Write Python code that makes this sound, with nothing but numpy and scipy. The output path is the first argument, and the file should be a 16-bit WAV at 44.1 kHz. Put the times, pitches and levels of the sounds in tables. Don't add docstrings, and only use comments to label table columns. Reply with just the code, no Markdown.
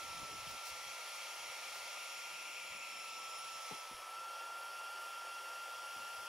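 import sys
import numpy as np
from scipy import signal
from scipy.fft import rfft, irfft
from scipy.io import wavfile
from scipy.ndimage import uniform_filter1d

SR = 44100
rng = np.random.default_rng(int(sys.argv[2]) if len(sys.argv) > 2 else 0)


def inscribe(sig):
    pcm = np.round(np.clip(np.atleast_2d(sig).T, -1, 1) * 32767)
    wavfile.write(sys.argv[1], SR, pcm.astype(np.int16))


N = 276934
TIME = np.arange(N) / SR
SIZE, HOP = 2048, 512
FRAMES = np.arange(N // HOP + 4) * HOP / SR
BINS = np.fft.rfftfreq(SIZE, 1 / SR)
PORT_LAG_S = .000018


def amp(db):
    return 10 ** (np.asarray(db) / 20)


def unit(x):
    return x / np.sqrt(np.mean(x ** 2) + 1e-20)


def curves(rows, t):
    s, *columns = np.transpose(rows)
    return [np.interp(t, s, c) for c in columns]


def spectrum(points):
    hz, value = np.transpose(points)
    return np.interp(np.log(BINS + 1), np.log(hz + 1), value)


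def bell(x, centre, width):
    return .5 ** ((2 * (x - centre) / width) ** 2)


def wander(rate_hz):
    hz = np.fft.rfftfreq(N, 1 / SR)
    slow = rfft(rng.standard_normal(N)) / (1 + (hz / rate_hz) ** 2)
    return unit(irfft(slow, N))


def panned(x, side_db):
    return np.array([x[0] * amp(side_db / 2), x[-1] * amp(-side_db / 2)])


# (frequency [Hz], likeness [0-1])
PORT_LIKENESS = [(130, .98), (640, .99), (1410, .96), (3100, .8), (6800, .65), (15000, .4)]
# (frequency [Hz], left minus right [dB])
PORT_BALANCE = [(50, -0.84), (250, 0), (700, 0.35), (1290, 0.28), (2400, 1.7), (5000, 1.2), (12000, -0.37)]


def air(shape_db, patchy_db, like):
    a, b, c, d, patches = rng.standard_normal((5, len(FRAMES), len(BINS)))
    patches = uniform_filter1d(patches, size=6, axis=0)
    patches = unit(uniform_filter1d(patches, size=16, axis=1))
    like = np.clip(like, -1, 1)
    shared = a + 1j * b
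    left = shared * np.exp(-2j * np.pi * BINS * PORT_LAG_S)
    right = like * shared + np.sqrt(1 - like ** 2) * (c + 1j * d)
    gain = amp(shape_db)
    gain = gain / np.linalg.norm(gain, axis=-1, keepdims=True)
    z = panned(np.array([left, right]), spectrum(PORT_BALANCE)) * gain * amp(patchy_db * patches)
    x = signal.istft(z.transpose(0, 2, 1), nperseg=SIZE, noverlap=SIZE - HOP)[1][:, :N]
    return x / x.mean(0).std()


# (frequency [Hz], width [Hz], boost or cut [dB])
AIR_RESONANCES = [(515, 83, 2), (774, 42, 2), (976, 200, 5), (1765, 66, 3.5), (2344, 68, 3), (2635, 140, 3),
                  (3040, 96, -3.5), (3253, 186, 4.5), (4486, 110, 5), (5130, 150, -1.5), (5760, 220, 3),
                  (6870, 180, 4.5), (9320, 330, 1), (9950, 380, -4), (10470, 300, 0.5), (11860, 150, 3.5),
                  (12150, 450, 0.5), (13250, 900, 6)]


def ducts():
    return sum(db * bell(BINS, hz, width) for hz, width, db in AIR_RESONANCES)


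# (time [s], gap [0 pressed, 1 leaking, 2 lifted])
NOZZLE_GAP = [(0, 1.23), (.35, 1.15), (1.8, 0.95), (2.15, 1.4), (2.8, 1.62), (3, 1.7), (3.52, 1.54),
              (3.82, 0.76), (4.2, 0.23), (4.7, 0.16), (6.28, 0.14)]


def by_gap(t, pressed, leaking, lifted):
    gap, = curves(NOZZLE_GAP, t)
    leak, lift = np.clip(gap, 0, 1), np.clip(gap - 1, 0, 1)
    return (1 - leak) * pressed + (leak - lift) * leaking + lift * lifted


# (start [s], end [s], choke [0-1])
CHOKED_SPELLS = [(.335, .81, .79), (.81, 2.715, .995), (3.222, 3.44, .525), (4.006, 5.042, .983),
                 (5.114, 6.3, .96)]
FREE_HZ, CHOKED_HZ, START_HZ = 1311, 1385, 1357.5


def blade_hz(spin_up_s=.22, spin_down_s=.367):
    choke = sum(share * ((FRAMES >= start) & (FRAMES < end)) for start, end, share in CHOKED_SPELLS)
    hz = [START_HZ]
    for goal in FREE_HZ + (CHOKED_HZ - FREE_HZ) * choke[1:]:
        lag_s = spin_up_s if goal > hz[-1] else spin_down_s
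        hz.append(hz[-1] + (goal - hz[-1]) * HOP / SR / lag_s)
    return np.interp(TIME, FRAMES, hz)


def slowed():
    return (CHOKED_HZ - blade_hz()) / (CHOKED_HZ - FREE_HZ)


# (time [s], level [dB], left minus right [dB])
BLADE_NOTE = [(.2, -52, -2.5), (1.23, -58, -3.5), (2.22, -56, -2), (2.72, -58, 1), (3.35, -51.5, -3),
              (3.76, -54, -4.5), (3.96, -56.5, 1), (4.17, -49.5, 0), (6.28, -50.3, 3.5)]
# (multiple, level pressed [dB], level leaking [dB], level lifted [dB], change at free flow [dB])
BLADE_OVERTONES = [(2, -63.5, -66.5, -57, -6.5), (3, -81, -77, -72, 0.5), (4, -74.5, -65, -64, 3.5),
                   (8, -67, -68.5, -63, 1), (11, -80, -92.5, -89, -1)]


def motor(jitter=0.00052, flutter_db=0.53, overtone_flutter_db=3.0, fading_db=1.5, note_db=0.5):
    hz = blade_hz() * (1 + jitter * wander(rate_hz=14.1))
    turns = np.cumsum(hz) / SR
    phase = 2 * np.pi * np.array([turns - hz * PORT_LAG_S, turns])
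    level_db, side_db = curves(BLADE_NOTE, TIME)
    note_level_db = level_db + note_db + flutter_db * wander(rate_hz=25)
    out = panned(np.sin(phase), side_db) * amp(note_level_db)
    for multiple, *levels_db, flow_db in BLADE_OVERTONES:
        drift_db = fading_db * np.tanh(wander(rate_hz=4.5))
        drift_db = drift_db + overtone_flutter_db * wander(rate_hz=27)
        level_db = by_gap(TIME, *levels_db) + flow_db * slowed() + drift_db
        out += np.sin(round(multiple) * phase) * amp(level_db)
    return np.sqrt(2) * out


# (frequency [Hz], relative level per Hz [dB])
ROAR_COLOUR = [(25, -46), (60, -32), (110, -22), (250, -24), (380, -7.5), (450, -11), (520, 0), (900, 1),
               (1080, -7), (1250, 3.5), (1480, -4.5), (1900, -8.5), (2800, -30.5)]
# (time [s], level [dB])
ROAR_LOUDNESS = [(0.06, -59), (1.6, -57), (2.85, -60.5), (4.33, -56.5), (6.2, -57.5)]


def exhaust(gain_db=2.0):
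    level_db, = curves(ROAR_LOUDNESS, TIME)
    roar = air(spectrum(ROAR_COLOUR) + ducts(), patchy_db=0.54, like=spectrum(PORT_LIKENESS))
    return amp(level_db + gain_db) * roar


# (frequency [Hz], relative level per Hz [dB])
PRESSED_HISS = [(900, -23), (1900, 0), (2300, 0.5), (2800, 5.5), (3300, 2.5), (4000, -8), (4600, -1),
                (5600, -0.5), (6300, -6.5), (8400, -6.5), (10200, -6), (11200, -4), (12400, -14.5),
                (15700, -14)]
LEAKING_HISS = [(900, -52), (1700, -7), (2150, 8), (2700, 3), (3300, 1), (4000, -1), (4600, -1.5),
                (5600, 0.5), (6300, -2.5), (8400, -10), (9600, -4), (11200, -5), (12400, -16), (15700, -18)]
LIFTED_HISS = [(900, -34), (1700, -12.5), (2200, 2.5), (2700, 6.5), (3300, 0.5), (4000, -4), (4600, -6.5),
               (5700, 2.5), (6350, -11), (7150, 3), (7700, -9.5), (10700, -7), (12000, -15.5), (15700, -19)]


def suction(gain_db=-1.81, gust_db=0.22, slow_fan_db=-2, surge_db=2.0,
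            mouth_hz=2330, mouth_width_hz=810, mouth_db=-1, ring_db=8.2,
            peak_s=2.81, rise_s=0.93, fall_s=0.43, dry_from_s=4.17, dry_db_per_s=1):
    t = FRAMES[:, None]
    swell = [(peak_s - rise_s, 0), (peak_s, 1), (peak_s + fall_s, 0)]
    shape_db = by_gap(t, spectrum(PRESSED_HISS), spectrum(LEAKING_HISS), spectrum(LIFTED_HISS))
    mouth = bell(BINS, mouth_hz, mouth_width_hz)
    shape_db = shape_db + (mouth_db + ring_db * curves(swell, t)[0]) * mouth
    level_db = by_gap(TIME, pressed=-54, leaking=-48, lifted=-49.5)
    level_db = level_db + slow_fan_db * slowed() + surge_db * curves(swell, TIME)[0]
    level_db = level_db + dry_db_per_s * np.maximum(TIME - dry_from_s, 0)
    rush = air(shape_db + ducts(), patchy_db=1.0, like=spectrum(PORT_LIKENESS))
    return amp(level_db + gain_db + gust_db * wander(rate_hz=4.5)) * rush


# (time [s], peak level before sputter [dB], length [s])
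WATER_SPITS = [(0.502, -58.5, .05), (0.678, -54, 0.055), (1.767, -60, 0.064), (3.618, -67, 0.073),
               (5.043, -62, 0.095)]
# (frequency [Hz], relative level per Hz [dB])
SPRAY_COLOUR = [(400, -60), (1500, -22), (4000, -1), (7000, -4), (11000, -6), (15500, -8)]


def spits():
    swell = sum(amp(db) * bell(TIME, s, length) for s, db, length in WATER_SPITS)
    sputter = amp(4 * np.tanh(wander(rate_hz=120)))
    return swell * sputter * air(spectrum(SPRAY_COLOUR), patchy_db=0.5, like=spectrum(PORT_LIKENESS))


# (time [s], base level [dB], time to fade by 60 dB [s], top of the thud [Hz], left minus right [dB])
CUSHION_BUMPS = [(0.217, -52.5, 0.075, 320, 11), (0.466, -63.5, 0.13, 210, 18),
                 (0.534, -63, 0.081, 280, 18), (2.704, -70, .17, 220, -2), (2.748, -56, 0.14, 447, 0),
                 (3.454, -72, 0.2, 170, 0), (3.711, -42.5, 0.098, 895, 6), (3.724, -61, 0.13, 330, 3),
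                 (3.913, -51, 0.072, 420, -4), (3.94, -65, 0.24, 80, 3), (5.964, -59.5, 0.31, 322, 1)]


def bumps(rise_s=0.0051, low_hz=95, push_db=16):
    out = np.zeros((2, N))
    for s, db, t60, top_hz, side_db in CUSHION_BUMPS:
        age = np.maximum(TIME - s, 0)
        u = np.pi * top_hz * age
        push = u * (1 - u + u ** 2 / 6) * np.exp(-u)
        low_cut = ((BINS + 1) / (BINS + low_hz)) ** 2
        thud_db = 20 * np.log10(low_cut / (1 + (BINS / top_hz) ** 4))
        fade = amp(-60 * age / t60) * (1 - np.exp(-age / rise_s))
        thud = air(thud_db, patchy_db=4.5, like=0.95) * fade
        out += amp(db) * panned(thud + amp(push_db) * push, side_db)
    return out


# (start [s], length [s], base level [dB])
HOSE_DRAGS = [(0.017, 0.29, -66.5), (.31, .25, -67.5), (.7, 0.25, -76.5), (1.385, 0.42, -81),
              (6.15, .2, -78.5)]
# (frequency [Hz], relative level per Hz [dB])
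RUB_COLOUR = [(20, -19), (45, 1), (90, 2.5), (200, -1), (350, -2.5), (800, -4), (2000, -54)]


def hose(lumpy_db=0.5, side_db=11, bass_hz=170, rest_db=-90.5, edge_s=0.042):
    level = amp(rest_db)
    for start, length, db in HOSE_DRAGS:
        inside_s = np.minimum(TIME - start, start + length - TIME)
        level = level + amp(db) * np.clip(.5 + inside_s / edge_s, 0, 1)
    lumps = amp(lumpy_db * np.tanh(wander(rate_hz=18)))
    rub = air(spectrum(RUB_COLOUR), patchy_db=4.5, like=0.33) * level * lumps
    bass = signal.sosfiltfilt(signal.butter(2, bass_hz, fs=SR, output="sos"), rub)
    return panned(bass, side_db) + (rub - bass).mean(0)


# (frequency [Hz], relative level per Hz [dB])
OPEN_FLOW_COLOUR = [(60, -20), (150, -7.5), (240, -2), (400, -2.5), (520, -40), (1000, -44)]


def open_flow(level_db=-72.5):
    gap, = curves(NOZZLE_GAP, TIME)
    rush = air(spectrum(OPEN_FLOW_COLOUR), patchy_db=4.5, like=spectrum(PORT_LIKENESS))
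    return np.clip(gap - 1, 0, 1) * amp(level_db) * rush


def impeller(level_db=-64, below=0.906, width_hz=150):
    centre_hz = below * np.interp(FRAMES, TIME, blade_hz())[:, None]
    shape_db = -10 * np.log10(1 + (2 * (BINS - centre_hz) / width_hz) ** 4)
    return amp(level_db) * air(shape_db, patchy_db=1.5, like=spectrum(PORT_LIKENESS))


def scene():
    machine = motor() + exhaust() + impeller()
    nozzle = suction() + spits() + open_flow()
    return machine + nozzle + bumps() + hose()


# (time [s], side level of bass [dB], of middle [dB], of treble [dB])
STEREO_WIDTH = [(3.82, 1.5, 1, .5), (3.94, 4, -14, -9), (4.06, -8, -49, -49), (5.38, -8, -55, -51),
                (5.6, -7, -39, -9.5), (6.28, 1, -4, -1.5)]


def record(dry, split_hz=(460, 1420), edge_hz=15740):
    mid = dry.mean(0)
    side = dry - mid
    bass, below_treble = (
        signal.sosfiltfilt(signal.butter(6, hz, fs=SR, output="sos"), side) for hz in split_hz)
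    bands = bass, below_treble - bass, side - below_treble
    image = mid + sum(band * amp(db) for band, db in zip(bands, curves(STEREO_WIDTH, TIME)))
    lowpass = signal.firwin(1023, edge_hz, window=("kaiser", 9), fs=SR)
    return signal.oaconvolve(image, lowpass[None], "same", axes=1)


dry = scene()
out = record(dry)
inscribe(out)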